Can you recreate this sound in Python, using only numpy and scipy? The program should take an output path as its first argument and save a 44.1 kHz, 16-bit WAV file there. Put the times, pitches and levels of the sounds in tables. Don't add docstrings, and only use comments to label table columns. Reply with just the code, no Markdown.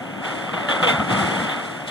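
import sys
import numpy as np
from scipy import signal
from scipy.fft import rfft, irfft, next_fast_len
from scipy.io import wavfile
from scipy.ndimage import uniform_filter1d

SR = 44100
rng = np.random.default_rng(int(sys.argv[2]) if len(sys.argv) > 2 else 0)


def file_out(sig):
    cols = np.atleast_2d(sig).T
    lim = np.clip(cols, -1, 1)
    pcm = np.round(lim * 32767).astype(np.int16)
    wavfile.write(sys.argv[1], SR, pcm)


N = 83790
T = np.arange(N) / SR
FFT_SIZE = next_fast_len(N + SR // 2)
HZ = np.maximum(np.arange(FFT_SIZE // 2 + 1) * SR / FFT_SIZE, 1)
DIRECT_ONLY = np.array([[1], [0]])


def from_db(db):
    return 10 ** (np.asarray(db) / 20)


def unit_power(x):
    return x / np.sqrt(np.mean(x ** 2) + 1e-20)


def fader(points):
    return from_db(np.interp(T, *np.transpose(points)))


def over_hz(table, column=1):
    rows = np.array(table)
    return np.interp(np.log(HZ), np.log(rows[:, 0]), rows[:, column])


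def equalise(x, db):
    cepstrum = irfft(np.log(unit_power(from_db(db))), FFT_SIZE)
    cepstrum[1:FFT_SIZE // 2] *= 2
    cepstrum[FFT_SIZE // 2 + 1:] = 0
    return irfft(rfft(x, FFT_SIZE) * np.exp(rfft(cepstrum)), FFT_SIZE)[..., :N]


def envelope(start, attack_s, hold_s, decay_s):
    age = T - start
    return np.clip(age / attack_s, 0, 1) * np.exp(-np.maximum(age - hold_s, 0) / decay_s)


def fragments(per_s, spread_db, ring_s, even_s):
    sizes = from_db(spread_db * np.minimum(rng.exponential(1, N), 4))
    hits = sizes * (rng.random(N) < per_s / SR)
    power = signal.lfilter([1], [1, -np.exp(-2 / (ring_s * SR))], hits ** 2 + 1e-9)
    power /= uniform_filter1d(power, int(even_s * SR) + 1)
    return np.sqrt(np.abs(power)) * rng.standard_normal((2, N))


def sway(rate_hz):
    rolloff_db = -40 * np.log10(np.hypot(1, HZ / rate_hz))
    return unit_power(equalise(rng.standard_normal((2, N)), rolloff_db))


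def unsteady_note(hz, wander_hz, rough, flutter_hz):
    phase = 2 * np.pi * np.cumsum(hz + wander_hz * sway(flutter_hz)[0]) / SR
    return np.sqrt(2) * np.sin(phase) * (DIRECT_ONLY + rough * sway(flutter_hz))


def site_echoes(x, wet_db=-13, t60_s=0.34, per_s=400, predelay_s=0.015):
    taps = rng.standard_normal((2, N)) * (rng.random((2, N)) < per_s / SR)
    echoes = taps * (T > predelay_s) * from_db(-60 * T / t60_s)
    echoes /= np.sqrt(np.sum(echoes ** 2, axis=1, keepdims=True))
    return x + from_db(wet_db) * signal.fftconvolve(x, echoes, axes=1)[:, :N]


# f/Hz, coherence/0-1, left minus right/dB
WIDENING_IMAGE = [(40, 0.723, -2.0), (90, 0.819, 0.3), (200, 0.933, 3.0), (300, 0.731, 2.6),
                  (400, 0.384, 3.9), (520, 0.782, 0.4), (680, 0.88, 2.0), (860, 0.883, 4.4),
                  (1040, 0.674, 4.5), (1200, 0.992, 0.1), (1320, 1.0, -0.0), (1450, 0.958, -1.3),
                  (1600, 0.437, -3.0), (1750, 0.417, -0.2), (1950, 0.344, -1.0), (2130, 0.475, -4.6),
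                  (2350, 0.942, -1.0), (2530, 1.0, 0), (2650, 1.0, 0), (2780, 0.969, 0.2),
                  (3100, 0.875, 1.0), (3500, 0.954, 1.1), (3950, 0.987, -0.1), (4300, 0.554, 0),
                  (4900, 0.5, 0), (5200, 0.8, 0), (5500, 0.5, 0), (6000, 0.148, 0), (9800, 0.256, 0),
                  (10600, 0.533, 0), (13000, 0.552, 0)]
# f/Hz, lag of the right channel/rad
WIDENING_PHASE = [(0, 0), (190, .25), (310, 1.2), (380, 2.1), (460, 5.0), (560, 5.9), (700, 6.4),
                  (970, 6.6), (1040, 5.9), (1250, 6.28), (1450, 6.3), (1600, 6.0), (1780, 7.7), (2060, 7.6),
                  (2150, 8.9), (2420, 9.17), (2600, 9.425), (3060, 10.45), (3550, 12.15), (4000, 12.6),
                  (5250, 15.7), (9300, 25.5), (14000, 37)]
def stereo_widening(field):
    direct, scattered = rfft(field, FFT_SIZE)
    coherence = np.clip(over_hz(WIDENING_IMAGE, column=1), 0, 1)
    balance = from_db(over_hz(WIDENING_IMAGE, column=2))
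    mid = np.sqrt((1 + coherence) / 2) * direct
    side = np.sqrt((1 - coherence) / 2) * scattered
    lag = np.exp(-1j * np.interp(HZ, *np.transpose(WIDENING_PHASE)))
    pair = np.array([(mid + side) * balance, (mid - side) * lag])
    return irfft(pair * np.sqrt(2 / (1 + balance ** 2)), FFT_SIZE)[:, :N]


# f/Hz, level/dB
DRONE_EQ = [(25, -16), (45, -19.5), (80, -19), (105, -12), (150, -5), (280, -1.5), (420, -8), (750, -1.5),
            (1050, -12), (1400, -8), (2300, -11.5), (3400, -16), (4200, -33), (9000, -32.5), (13000, -40.5)]
def drone(level_db=-33.5):
    return from_db(level_db) * equalise(rng.standard_normal((2, N)), over_hz(DRONE_EQ))


# t/s, level/dB
RUMBLE_RIDE = [(0, -39.5), (.55, -37.5), (.76, -38.5), (.84, -33.5), (1.01, -31.5), (1.05, -32.5),
               (1.12, -28.5), (1.42, -31.5), (1.52, -42), (1.9, -46)]
# f/Hz, level/dB
RUMBLE_EQ = [(30, -25.5), (55, -26), (90, -14), (130, -3), (200, -2), (300, -1.5), (430, -14),
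             (1200, -63.5)]
def rumble():
    landings = fragments(per_s=260, spread_db=2.5, ring_s=0.013, even_s=0.054)
    return equalise(fader(RUMBLE_RIDE) * landings, over_hz(RUMBLE_EQ))


# t/s, level/dB
GRIT_RIDE = [(0, -60), (.2, -64), (.25, -45), (.36, -46), (.5, -51), (.68, -49.5), (.70, -40), (.80, -46.5),
             (.835, -39.5), (.86, -43.5), (.895, -36), (.95, -44.5), (1.08, -45.5), (1.128, -33.5),
             (1.155, -40.5), (1.19, -35.5), (1.27, -38.5), (1.35, -40), (1.43, -40), (1.5, -46),
             (1.6, -47.5), (1.645, -45), (1.68, -46.5), (1.86, -53.5), (1.882, -37.5), (1.9, -44)]
# f/Hz, level/dB
GRIT_EQ = [(2000, -28), (4100, 3), (5000, -2.5), (5500, 2), (6100, -3), (7500, 0), (9400, 0), (10700, -11),
           (12000, -14), (13800, -31)]
def grit():
    crumbs = fragments(per_s=6100, spread_db=0.5, ring_s=0.0013, even_s=0.066)
    return equalise(fader(GRIT_RIDE) * crumbs, over_hz(GRIT_EQ))


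# t/s, level/dB
RUBBLE_RIDE = [(0, -52), (.21, -39), (.26, -27), (.51, -33), (.58, -27), (.67, -30.5), (.74, -23.5),
               (.82, -27.5), (.91, -21), (.97, -27), (1.075, -29), (1.11, -21.5), (1.21, -21.5),
               (1.42, -24.5), (1.57, -27.5), (1.72, -35), (1.9, -42)]
# f/Hz, level/dB
RUBBLE_EQ = [(90, -28.5), (200, -10.5), (400, -3.5), (600, -3.5), (820, 0), (1050, -6), (1330, -0.5),
             (1650, -5), (2000, -4), (2400, -9), (2800, -11), (3520, -9), (3900, -26), (4800, -27.5),
             (9000, -65), (13500, -41.5)]
def rubble():
    bricks = fragments(per_s=2200, spread_db=0.5, ring_s=0.007, even_s=0.028)
    return equalise(fader(RUBBLE_RIDE) * bricks, over_hz(RUBBLE_EQ))


# t/s, level/dB
CRACK_CUES = [(0.037, -34), (0.054, -35), (0.429, -30), (0.439, -26.5), (0.491, -22.5), (0.540, -21),
              (0.608, -31), (0.648, -24.5), (0.682, -28), (0.827, -16), (1.132, -23), (1.414, -30),
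              (1.641, -30)]
def cracks():
    snaps = sum(from_db(db) * envelope(start, attack_s=0.00049, hold_s=0.001, decay_s=0.0043)
                for start, db in CRACK_CUES)
    return equalise(snaps * rng.standard_normal((2, N)), over_hz(RUBBLE_EQ))


# t/s, level/dB, f/Hz
CLANK_CUES = [(0.685, -24.5, 1734), (0.705, -28, 3407), (0.829, -23.5, 1345), (0.872, -26.5, 3573),
              (0.88, -26, 1377), (0.892, -24, 2076), (0.996, -24.5, 1289), (1.100, -29, 353),
              (1.110, -24.5, 739), (1.195, -28.5, 786)]
def clanks():
    notes = np.zeros(N)
    for start, db, hz in CLANK_CUES:
        gain = from_db(db) * envelope(start, attack_s=0.0013, hold_s=0.016, decay_s=0.021)
        notes += gain * np.sin(2 * np.pi * hz * (T - start))
    return np.sqrt(2) * notes * DIRECT_ONLY


# t/s, level/dB, f/Hz
THUD_CUES = [(0.120, -29, 191.5), (0.531, -29.5, 178), (0.555, -39.5, 115), (0.812, -26.5, 170),
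             (0.930, -25.5, 161), (0.972, -29.5, 88), (0.985, -27.5, 214.8), (1.100, -25, 123),
             (1.100, -28.5, 210), (1.129, -35, 79), (1.218, -32.5, 92.5), (1.268, -31.5, 108),
             (1.318, -32.5, 160), (1.382, -38, 88), (1.795, -40, 138)]
def thuds(rough=0.29):
    swings = np.zeros(N)
    for start, db, hz in THUD_CUES:
        gain = from_db(db) * envelope(start, attack_s=0.015, hold_s=0.015, decay_s=0.022)
        swings += gain * np.sin(2 * np.pi * hz * (T - start))
    return np.sqrt(2) * swings * (DIRECT_ONLY + rough * sway(rate_hz=30.6))


# t/s, f/Hz, level/dB
GROAN_GLIDE = [(0.62, 594.6, -48), (0.67, 585.2, -35.5), (0.72, 565.4, -30.5), (0.76, 545.3, -38),
               (0.81, 532, -40), (0.84, 503, -31), (0.87, 467.4, -25.5), (0.91, 458, -29), (0.95, 455, -48)]
def groan():
    times, hz, db = np.transpose(GROAN_GLIDE)
    gain = np.interp(T, times, from_db(db), left=0, right=0)
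    return gain * unsteady_note(np.interp(T, times, hz), wander_hz=9, rough=0.33, flutter_hz=45.4)


def boom(start_s=1.09, level_db=-30, fade_db_per_s=5.5):
    fade = from_db(level_db - fade_db_per_s * (T - start_s))
    gain = fade * envelope(start_s, attack_s=0.016, hold_s=0.35, decay_s=0.022)
    return gain * unsteady_note(hz=198.8, wander_hz=15.97, rough=0.33, flutter_hz=34)


# t/s, level/dB, hold/s, treble shelf/dB
CRASH_CUES = [(0.242, -34.5, 0.027, 4), (0.528, -29.5, 0.029, -2.5), (0.564, -25, 0.017, -26),
              (0.683, -19.5, 0.041, -3), (0.761, -18, 0.0079, -27), (0.795, -22, 0.014, -30),
              (0.825, -16.5, .02, -1), (0.867, -17, 0.036, 0), (0.934, -20.5, 0.038, -32),
              (0.995, -20.5, 0.026, -14.5), (1.087, -23, 0.052, -6), (1.167, -26, 0.055, -8),
              (1.488, -35, 0.042, 10), (1.873, -37.5, .03, 10)]
# f/Hz, level/dB
CRASH_EQ = [(70, -35), (130, -21), (250, -11), (390, -15), (480, -9.5), (820, -3.5), (1050, -10),
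            (1350, -0.5), (1650, -9.5), (2100, -6), (2800, -9), (3550, -4), (3900, -19.5), (4800, -32),
            (9000, -36), (13500, -41)]
def crashes(shelf_hz=1730):
    collisions = fragments(per_s=2400, spread_db=0.5, ring_s=0.0022, even_s=0.013)
    bricks = equalise(collisions, over_hz(CRASH_EQ))
    treble = signal.sosfiltfilt(signal.butter(2, shelf_hz, "high", fs=SR, output="sos"), bricks)
    bursts = np.zeros((2, N))
    for start, db, hold_s, shelf_db in CRASH_CUES:
        gain = from_db(db) * envelope(start, attack_s=0.0045, hold_s=hold_s, decay_s=0.016)
        bursts += gain * (bricks + (from_db(shelf_db) - 1) * treble)
    return bursts


def scene():
    hits = site_echoes(crashes() + cracks() + clanks())
    return stereo_widening(hits + rubble() + grit() + thuds() + rumble() + drone() + groan() + boom())


def record(dry, low_cut_hz=70, high_cut_hz=13950):
    thinned = signal.sosfilt(signal.butter(2, low_cut_hz, "high", fs=SR, output="sos"), dry)
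    return signal.sosfiltfilt(signal.ellip(10, .05, 60, high_cut_hz, fs=SR, output="sos"), thinned)


dry = scene()
out = record(dry)
file_out(out)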